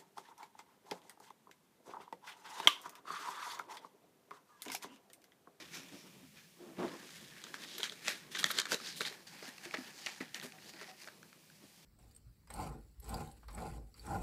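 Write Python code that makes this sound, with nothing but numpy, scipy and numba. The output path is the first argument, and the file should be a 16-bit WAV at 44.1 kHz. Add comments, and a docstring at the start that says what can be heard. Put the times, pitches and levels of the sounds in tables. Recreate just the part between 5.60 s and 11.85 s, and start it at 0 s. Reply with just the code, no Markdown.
"""A soft papery rustle over a low murmur of wood: a paper coffee filter is handled above a wooden counter.
Dull knocks follow, then creases snap in short bright cracks as it is opened and pressed into a plastic dripper.
Rustle is grains and noise through the moving resonances of the paper, and each crack a brief burst through them.
Knocks are short pushes on a low panel and the murmur is noise through the modes of the wood.
Cracks and knocks leave a short tail in a small kitchen; a steady hum and hiss lie beneath everything."""
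import sys
import numpy as np
from scipy import signal
from scipy.fft import rfft, irfft
from scipy.io import wavfile
from scipy.ndimage import uniform_filter1d
from numba import njit

SR = 44100
rng = np.random.default_rng(int(sys.argv[2]) if len(sys.argv) > 2 else 0)


def invert_db(level):
    """Linear amplitude ratio for a level in decibels (20 dB per decade), elementwise."""
    return 10 ** (np.asarray(level, dtype=float) / 20)


def transcribe(signal):
    """Save signal, clipped to [-1, 1], as a 16-bit WAV file at the path in sys.argv[1]."""
    frames = np.atleast_2d(signal).T
    limited = np.clip(frames, -1, 1)
    pcm = np.round(limited * 32767).astype(np.int16)
    wavfile.write(sys.argv[1], SR, pcm)


N = 275580  # length in samples

OPENED_S, IN_CUP_S = 1.0, 3.3  # the flat filter is opened; the paper is inside the cup
SPLIT_HZ, TREBLE_HZ = 2800, 7000  # where the upper range and the treble begin


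def level(x, db):
    """Gain: scale a signal to an rms level in dB."""
    return x * invert_db(db) / np.sqrt(np.mean(x ** 2))


def band(x, hz, width_hz):
    """Simple resonance: a second-order peak with gain 1 at its centre."""
    return signal.lfilter(*signal.iirpeak(min(hz, 0.45 * SR), hz / width_hz, fs=SR), x)


def ring(x, modes):
    """Modal superposition: one excitation drives several resonances of alternating sign."""
    return sum((-1) ** k * invert_db(db) * band(x, hz, width_hz) for k, (hz, width_hz, db) in enumerate(modes))


def cut(x, hz, kind, order=2):
    """Filtering: a Butterworth low- or high-pass."""
    return signal.sosfilt(signal.butter(order, hz, kind, fs=SR, output="sos"), x)


def walk(rate):
    """Slow random modulation: levels held 1 / rate s and slewed twice, spread near 1."""
    hold = int(SR / rate)
    steps = np.repeat(rng.standard_normal(N // hold + 1), hold)
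    return 1.66 * uniform_filter1d(uniform_filter1d(steps, hold), hold)[:N]


def add(out, s, sound, peak_db):
    """Superposition: place one event at its moment and peak level."""
    i = int(s * SR)
    out[i:i + len(sound)] += (sound * invert_db(peak_db) / np.abs(sound).max())[:N - i]


# Restless hands. Each row: time in seconds, faint rustle in dB, rumble in the wood in dB.
HANDLING = [(0.0, -72, -53.5), (0.07, -66.5, -68.5), (0.35, -66, -62.5), (0.72, -72, -71),
            (0.92, -87, -75.5), (1.01, -71, -62.5), (1.165, -77, -63), (1.191, -73, -44.5),
            (1.249, -65.5, -38.5), (1.275, -64, -44.5), (1.42, -63, -61.5), (1.71, -67, -68.5),
            (1.88, -60.5, -61), (2.12, -70.5, -60), (2.3, -62.5, -65.5), (2.68, -69, -65.5),
            (3.1, -61.5, -57), (3.3, -60, -59.5), (3.69, -72, -70), (4.2, -61.5, -70), (4.699, -75, -67.5),
            (5.301, -67, -72), (5.59, -78, -67), (6.25, -83.5, -77)]
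# Squeezes, each a flurry of rustle. Each row: peak in seconds, lower range in dB, seconds to swell 20 dB,
# seconds to fade 20 dB (very short or negative times give the shortest), upper over lower range in dB,
# treble over lower range in dB.
SQUEEZES = [(0.0, -53, .05, 0.11, -2, -19), (0.15, -51.5, 0.06, 0.16, -1, -8.5),
            (.33, -63.5, .06, 0.23, 2, -5), (.55, -63.5, -0.6, 0, -6, -18),
            (.774, -60.5, 0.04, 0.13, 0, -15.5), (1.215, -55, 0.09, 0.26, -9, -17),
            (1.558, -62, 0.3, 0.5, 2, -2), (1.845, -58, 0, -0.04, 0, -14), (1.945, -55, 0, 0.03, 0, -6),
            (2.039, -52.5, 0.05, -0.02, 1.5, -6), (2.139, -61, 0.3, 0.36, 7, -2),
            (2.185, -54, -0.09, 0.05, 1, 1.5), (2.239, -45, -0.02, 0.07, 1.5, -12),
            (2.485, -45, 0.07, 0.13, 0, -6), (2.718, -60, 0, 0.46, 5, 0),
            (2.755, -49.5, 0.04, 0.2, -2, -27), (2.79, -46, 0, 0.08, 1, -1.5), (2.86, -44, 0, 0.02, 1, -1),
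            (2.914, -48, 0.05, 0.01, 2, 2), (2.998, -41.5, 0.08, 0.02, 1, -7),
            (3.126, -40.5, 0.0339, 0.0459, 1.5, -2.5), (3.276, -54, 0.1, 0.11, 6, -4),
            (3.365, -57, -0.23, 0.09, 4, 5.5), (3.414, -49.5, .02, 0.06, 4, -0.5),
            (3.46, -46, -0.01, 0.0735, 1, -8.5), (3.52, -54, -0.02, 0.08, -3, -9),
            (3.672, -62, -0.02, 0.06, 5, -2.5), (3.735, -60, 0.06, 0.18, 2, -7),
            (3.83, -58, -0.14, 0.26, 0, -15), (3.88, -57, 0.16, 0.06, 1.5, -5.5),
            (4.056, -52, 0.06, -0.03, -1.5, -6), (4.145, -48.5, 0.02, -0.09, -6, -20),
            (4.19, -54, 0.08, -0.14, -3, -12), (4.309, -58.5, 0.56, -0.12, -1.5, -9),
            (4.415, -60, 0.12, 0.5, 3, -4.5), (4.468, -50.5, -0.02, 0.13, -0.5, -18),
            (4.609, -51.5, -0.22, 0.1, -11.5, -27), (4.75, -51.5, -0.03, 0.09, -1.5, -6),
            (4.83, -51, -0.01, 0.08, 0, -1.5), (5.101, -61, 0.15, -0.04, 4, -3),
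            (5.225, -53, 0.1, -0.04, -5, -13.5), (5.3, -58, 0.27, -0.2, -2, -12.5),
            (5.415, -62, 0.06, 0.17, 2, -3), (5.478, -54, -0.12, 0.02, -6, -21),
            (6.1, -73, 0.37, 0.5, 4, 1.5)]
ROUNDNESS = 1.3  # above 1 a squeeze holds near its peak before it fades
FAINT_UPPER_DB, FAINT_TREBLE_DB = 1, -6  # faint rustle, over its lower range
SHAKE_DB = -7.5  # rustle passed on to the wood


def handling():
    """Addition of powers: squeezes swell over faint rustle; gives dB of its three ranges and of the rumble."""
    t = np.arange(N) / SR
    s, faint_db, rumble_db = np.transpose(HANDLING)
    faint_ranges_db = np.array([[0], [FAINT_UPPER_DB], [FAINT_TREBLE_DB]])
    power = invert_db(2 * np.interp(t, s, faint_db)) * invert_db(2 * faint_ranges_db)
    for peak, db, swell, fade, upper_db, treble_db in SQUEEZES:
        away = np.maximum((t - peak) / max(fade, 0.02), (peak - t) / max(swell, 0.01))
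        near = away < 2
        envelope = invert_db(2 * (db - 20 * away[near] ** ROUNDNESS))
        power[:, near] += envelope * invert_db(2 * np.array([[0], [upper_db], [treble_db]]))
    rumble_power = invert_db(2 * np.interp(t, s, rumble_db)) + invert_db(2 * SHAKE_DB) * power[0]
    return 10 * np.log10(np.vstack([power, rumble_power]))


# Lower rings of the paper cone. Each row: centre in Hz, width in Hz, level in dB.
PAPER_LOW = [(1560, 500, -4.5), (1794, 300, -1.5), (2400, 1070, -6.5)]
DAMPED_DB = -5.5  # the cup wall damps the lowest ring


def lower_rings(t):
    """Damping by contact: the lower rings at time t, the lowest one weaker inside the cup."""
    (hz, width_hz, db), *rest = PAPER_LOW
    return [(hz, width_hz, db + DAMPED_DB * (t > IN_CUP_S)), *rest]


# Upper rings of the paper cone. Each row: centre in Hz, width in Hz, level in dB.
PAPER_HIGH = [(2990, 1150, -2.5), (3550, 1000, 0), (5070, 970, -1), (6350, 2500, -4.5)]
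# The second upper ring as the cone is pinched and pushed. Each row: time in seconds, centre in Hz, dB added.
PINCH = [(1.9, 3550, 1.5), (2.14, 3520, 2), (2.5, 3700, 0), (2.8, 3460, 4), (3.1, 3970, -0.5),
         (3.27, 4080, 1), (3.5, 4000, 2), (3.75, 4750, 3.5), (3.9, 4200, -1.5), (4.42, 4400, 1),
         (4.8, 4000, -1.5), (5.1, 4530, 2)]


def upper_rings(t):
    """Modal shift under bending: the upper rings at time t, the second one following the pinch."""
    s, hz, db = np.transpose(PINCH)
    first, (_, width_hz, ring_db), *rest = PAPER_HIGH
    return [first, (np.interp(t, s, hz), width_hz, ring_db + np.interp(t, s, db)), *rest]


@njit
def bending(x, hz, width_hz):
    """Time-varying resonance: a state-variable band-pass with a moving centre, gain 1 there."""
    y, band_state, low_state = np.empty(len(x)), 0., 0.
    for i in range(len(x)):
        g, damping = np.tan(np.pi * hz[i] / SR), width_hz / hz[i]
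        v = (band_state + g * (x[i] - low_state)) / (1 + g * (g + damping))
        band_state, low_state, y[i] = 2 * v - band_state, low_state + 2 * g * v, damping * v
    return y


PATCHY_DB, PATCHES_PER_S = 2.0, 20  # each ring comes and goes
WANDER, WANDERS_PER_S = 0.035, 9  # each ring shifts, as a fraction of its pitch


def bent_rings(rub, modes):
    """Modal superposition: one rub drives every ring, and each drifts in level and pitch."""
    total = 0
    for hz, width_hz, db in modes:
        gain = invert_db(PATCHY_DB * walk(PATCHES_PER_S)) * invert_db(db)
        drive = rub * rng.choice([-1., 1.], N)  # unrelated random signs avoid notches between rings
        total = total + gain * bending(drive, hz * (1 + WANDER * walk(WANDERS_PER_S)), 1. * width_hz)
    return total


GRAINS_PER_S, GRAIN_SPREAD_DB, GRAIN_LIMIT = 1800, 2.8, 5.0  # mean rate, mean excess, soft limit
GRAIN_SHARE_DB, RUB_SHARE_DB = -0.4, 1.0  # grains and steady noise in the mixture
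FLAT_HZ, FLAT_WIDTH_HZ, FLAT_DB, FLAT_CONE_DB = 2400, 300, -5, -3  # flat sheet's ring; cone's gain then
CUP_HZ, CUP_WIDTH_HZ, CUP_DB = 820, 220, -6.5  # hollow of the dripper, at its fullest


def rustle(low_db, upper_db, treble_db):
    """Stick-slip friction: fibres slide and tick in dense uneven grains that excite the bending paper."""
    t = np.arange(N) / SR
    ticks = rng.random(N) < GRAINS_PER_S / SR
    grains = rng.standard_normal(N) * ticks * invert_db(GRAIN_SPREAD_DB * rng.exponential(size=N))
    grains = level(np.tanh(grains / GRAIN_LIMIT), GRAIN_SHARE_DB)
    rub = (grains + level(rng.standard_normal(N), RUB_SHARE_DB)) * invert_db(0.93 * walk(90))
    lower = bent_rings(rub, lower_rings(t))
    upper = bent_rings(rub, upper_rings(t))
    # so small a sheet radiates little below its first ring
    lower = level(cut(cut(lower, 1330, "high"), SPLIT_HZ, "low"), 0)
    upper = level(cut(cut(upper, SPLIT_HZ, "high"), TREBLE_HZ, "low"), 0)
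    brushed = invert_db(FLAT_CONE_DB) * lower + level(band(rub, FLAT_HZ, FLAT_WIDTH_HZ), FLAT_DB)
    lower = np.where(np.arange(N) < OPENED_S * SR, brushed, lower)
    inside = np.clip((t - IN_CUP_S) / 0.31, 0.2, 1)  # a fifth of the hollow until the cup is entered
    hollow = inside * level(band(rub, CUP_HZ, CUP_WIDTH_HZ), CUP_DB)
    fizz = level(cut(cut(rub, TREBLE_HZ, "high"), 10500, "low"), 0)
    return invert_db(low_db) * (lower + hollow) + invert_db(upper_db) * upper + invert_db(treble_db) * fizz


# Rings of the wooden counter. Each row: centre in Hz, width in Hz, level in dB.
WOOD = [(205, 76, -2.5), (355, 96, -1), (540, 183, -6.5), (930, 327, -9.5), (1170, 270, -10)]


def rumble(rumble_db):
    """Friction-driven plate modes: hands and sleeves drag on the counter and set the wood murmuring."""
    murmur = cut(ring(rng.standard_normal(N), WOOD), 144, "high", order=4)
    return invert_db(rumble_db + 2.0 * walk(30)) * level(murmur, 0)


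# Spectrum of hum and hiss. Each row: frequency in Hz, relative density in dB per Hz.
HUSH = [(30, 8), (70, -2), (110, -4), (160, 8.5), (210, 5.5), (300, -21), (520, -14), (800, -16),
        (1200, -20.5), (2300, -10.5), (5000, -13), (15500, -18)]
HUSH_DB = -62.5  # rms of the noise before its low part wavers


def hush():
    """Shaped stationary noise: a steady background whose low hum wavers a little."""
    hz, db = np.transpose(HUSH)
    f = np.maximum(np.arange(N // 2 + 1) * SR / N, 1)
    spectrum = rfft(rng.standard_normal(N)) * invert_db(np.interp(np.log(f), np.log(hz), db))
    noise = level(irfft(spectrum, N), HUSH_DB)
    low = cut(noise, 590, "low")
    return noise - low + low * invert_db(2.0 * walk(8))


# Bumps and short drags on counter and cup. Each row: start in seconds, peak in dB, pitch in Hz,
# length in ms (2.5 at least).
KNOCKS = [(.235, -51, 288, 17), (0.315, -42.5, 289.4, 51), (.625, -52, 264, 28), (.985, -47.5, 355, 74),
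          (1.075, -46.5, 331, 63), (1.177, -39.5, 179.7, 37), (1.18, -32.5, 355, 74), (1.235, -36, 387, 49),
          (2.196, -40, 420, 8.2), (2.315, -48.5, 420, 17), (2.478, -34, 606, 8.9), (2.84, -40, 171.7, 13.5),
          (2.987, -42, 380, 8.3), (3.12, -33, 528, 13.3), (3.138, -34, 464, 13), (3.403, -37.5, 435, 17),
          (3.51, -48, 420, 11), (3.825, -41, 437, 7.7), (3.88, -47, 250, 9.1), (4.054, -43, 346, 23),
          (4.142, -33, 508, 6.7), (4.155, -43.5, 324, 12), (4.183, -37.5, 270, 10), (4.207, -45, 304, 7.6),
          (4.463, -44, 546, 4.4), (4.607, -33, 304, 7.1), (4.622, -41.5, 300, 10), (4.834, -41.5, 242, 23),
          (4.84, -41.5, 391, 19), (4.925, -53.5, 760, 54), (5.135, -51.5, 330, 36), (5.213, -47, 407, 15),
          (5.275, -48.5, 754, 48), (5.47, -52.5, 610, 16), (6.035, -48.5, 288, 20)]


def knocks():
    """Impact excitation: soft, uneven pushes of some milliseconds shake a low panel."""
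    out, t = np.zeros(N), np.arange(8000) / SR
    chance = rng.standard_normal((len(KNOCKS), len(t)))
    for (s, db, hz, ms), noise in zip(KNOCKS, chance):
        u = t * 1000 / max(ms, 2.5)
        shape = np.minimum(u / 0.26, 1) * np.exp(-u ** 2)
        panel = level(np.sin(2 * np.pi * hz * t), 0) + level(band(noise, hz, 0.45 * hz), -2.5)
        wood = level(ring(noise * shape, WOOD), -12.5)
        add(out, s, level(panel * shape, 0) + wood, db)
    return out


SMALL_COUNT, SMALL_CROWDING = 560, 0.8  # crowding: power of the rustle amplitude that sets the odds
SMALL_DB, SMALL_SPREAD_DB = 6.5, 1.8  # least peak over the rustle of the moment, mean excess
SMALL_HZ, SMALL_OCTAVES, SMALL_MS = 1470, 1.6, 1.09  # lowest ring, range above it, mean length


def small_cracks(low_db, upper_db):
    """Random point process: rows like those of CRACKS, denser in loud rustle and as strong and bright as it."""
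    when, size, pitch, length = rng.random((SMALL_COUNT, 4)).T
    loud_db = np.maximum(low_db, upper_db)
    opened = np.arange(N) > OPENED_S * SR
    odds = np.cumsum(invert_db(SMALL_CROWDING * loud_db) * opened)
    i = np.searchsorted(odds, when * odds[-1])
    db = loud_db[i] + SMALL_DB - SMALL_SPREAD_DB * np.log(1 - size)
    hz = SMALL_HZ * 2 ** (SMALL_OCTAVES * pitch)
    return list(zip(i / SR, db, hz, (upper_db - low_db)[i], SMALL_MS * (0.5 + length)))


# Single cracks and ticks of the paper, loud and faint. Each row: start in seconds, peak in dB,
# strongest ring in Hz, upper over lower range in dB, length in ms.
CRACKS = [(1.4918, -44, 1620, -21, 2.7), (1.839, -36, 4830, 4, 2.6), (1.8672, -39, 1530, -23, 2),
          (1.9415, -30, 1700, -10, 1.8), (2.0218, -41, 1810, -3.5, 2.5), (2.046, -43, 2080, -18, 4),
          (2.18, -31.5, 13500, 8, 6.7), (2.201, -34, 3830, -17, 8.1), (2.231, -19.5, 3730, 1.5, 1.7),
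          (2.2391, -31, 4200, 13, 4), (2.2965, -29, 3900, 4, 0.81), (2.3203, -37.5, 1470, 4, 7.7),
          (2.4809, -16, 1810, 1, 2.1), (2.7482, -29, 1800, -7, 7.5), (2.7702, -31, 1590, -5, 3.6),
          (2.83, -27, 1300, 0, 2.5), (2.8415, -12, 1770, 0, 2), (2.903, -26.5, 1550, -9, 5.5),
          (2.9129, -24, 10700, 16, 2.3), (2.9468, -49, 1740, -3, 3.8), (2.9861, -14, 3970, 3.5, 2.56),
          (2.9989, -16.5, 6740, 4, 2.2), (3.016, -29, 1270, 4, 2.5), (3.0538, -26, 1560, -3, 4.6),
          (3.068, -32.5, 1270, -11, 0.94), (3.1184, -18, 1360, -2, 2.1), (3.1343, -32, 4570, -6, 5.4),
          (3.1429, -21.5, 2450, 19, 4), (3.2, -39, 1240, -8, 3.4), (3.2626, -44, 3910, 3, 2),
          (3.3588, -41, 3740, 6, 3.1), (3.407, -21, 1675, -4.5, 2.7), (3.4145, -29.5, 1860, -11, 4.8),
          (3.4494, -28, 3940, -9, 5.8), (3.825, -42, 1870, -16, 2.9), (3.9797, -42, 2640, -3, 3.7),
          (4.0524, -35.5, 1800, -5.5, 3.4), (4.11, -35, 1980, -24.5, 0.99),
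          (4.1393, -25.5, 1830, -16.5, 6.5), (4.1448, -30.5, 1930, -35, 7.5),
          (4.171, -32.5, 1980, -18, 0.62), (4.4613, -24.5, 2880, 2, 3.1), (4.4684, -28, 2860, -16, 2.3),
          (4.604, -37, 1810, -12, 2.2), (4.6086, -36, 2400, -33, 1.2), (4.7446, -28.5, 4120, 4, 2.27),
          (4.798, -36, 1990, 1.5, 1.5), (4.8128, -38, 3400, -0.5, 1.9), (4.8245, -39, 1680, -15.5, 4.7),
          (4.921, -39, 1700, -1, 2.3), (4.9824, -46, 1920, -21, 6.6), (5.023, -45.5, 2840, -14, 1.8),
          (5.136, -44, 2580, -1, 1.5), (5.17, -49, 1580, -11, 1.7), (5.213, -37, 1830, -8, 1.15),
          (5.2302, -39, 2130, -2, 0.9), (5.2756, -51, 2040, -6, 2.6), (5.3131, -43, 1820, -1, 1.8),
          (5.4193, -50.5, 2790, 7, 1.4), (5.4335, -41.5, 6800, 3, 1.2), (5.4428, -42.5, 1880, -5.5, 2.5),
          (5.4742, -36.5, 1650, -10, 2.4), (5.485, -40, 1590, -20, 2.6), (5.629, -45, 1510, -7, 1.7),
          (5.7285, -43.5, 1520, -8, 2), (5.8995, -50.5, 1500, -7, 2.1)]
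CRACK_TREBLE_DB, TREBLE_FOLLOWS = -23.5, 0.3  # treble over the stronger range; bright cracks carry more


def cracks(rows):
    """Snap-through buckling: a crease yields in a spray of tiny slips; its panel rings along with the cone."""
    out, t = np.zeros(N), np.arange(1500) / SR
    chance = rng.standard_normal((len(rows), len(t)))
    for (s, db, hz, upper_db, ms), noise in zip(rows, chance):
        u = t * 1000 / max(ms, 0.3)
        slips = noise * np.minimum(u / 0.23, 1) * np.exp(-u ** 2)
        slips[int(0.1 * ms * SR / 1000)] += 2.5  # one strong slip near the start
        cone = level(cut(ring(slips, lower_rings(s) + upper_rings(s)), 8500, "low"), 0)
        panel = level(band(slips, hz, 0.19 * hz), -1.5)
        rings = cone + panel + level(band(slips, 580, 940), -20.5)
        lower = level(cut(cut(rings, 320, "high"), SPLIT_HZ, "low", order=4), 0)
        upper = level(cut(rings, SPLIT_HZ, "high", order=4), upper_db)
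        treble = cut(cut(slips, TREBLE_HZ, "high", order=4), 10000, "low")
        treble_db = max(upper_db, 0) + CRACK_TREBLE_DB + TREBLE_FOLLOWS * upper_db
        add(out, s, lower + upper + level(treble, treble_db), db)
    return out


ROOM_T60_S, ROOM_DB, ROOM_DULL_HZ = 0.2, -15, 5000  # decay by 60 dB, tail level, low-pass


def room(x):
    """Reverberation: a dense, dulled tail swells over some 10 ms and decays exponentially."""
    t = np.arange(int(0.6 * SR)) / SR
    tail = rng.standard_normal(len(t)) * invert_db(-60 * t / ROOM_T60_S) * np.minimum(t / 0.0098, 1)
    tail = cut(tail, ROOM_DULL_HZ, "low", order=1)
    return x + invert_db(ROOM_DB) * signal.fftconvolve(x, tail / np.sqrt(np.sum(tail ** 2)))[:N]


def scene():
    """Superposition: cracks and knocks in the room, close rustle and rumble, and the background."""
    low_db, upper_db, treble_db, rumble_db = handling()
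    snaps = cracks(CRACKS + small_cracks(low_db, upper_db))
    near = room(snaps + knocks()) + rustle(low_db, upper_db, treble_db) + rumble(rumble_db)
    return (near + hush())[None, :]


def low_pass(x):
    """Removes everything above the highest recorded frequency."""
    return signal.sosfilt(signal.butter(12, 16480, fs=SR, output="sos"), x)


def record(dry):
    """Band limiting: the small microphone drops the bass, and the top is cut steeply."""
    no_bass = cut(dry, 94.5, "high", order=3)
    top_cut = signal.ellip(8, 0.2, 60, 15300, fs=SR, output="sos")
    mix = signal.sosfilt(top_cut, no_bass)
    return low_pass(mix)


dry = scene()
out = record(dry)
transcribe(out)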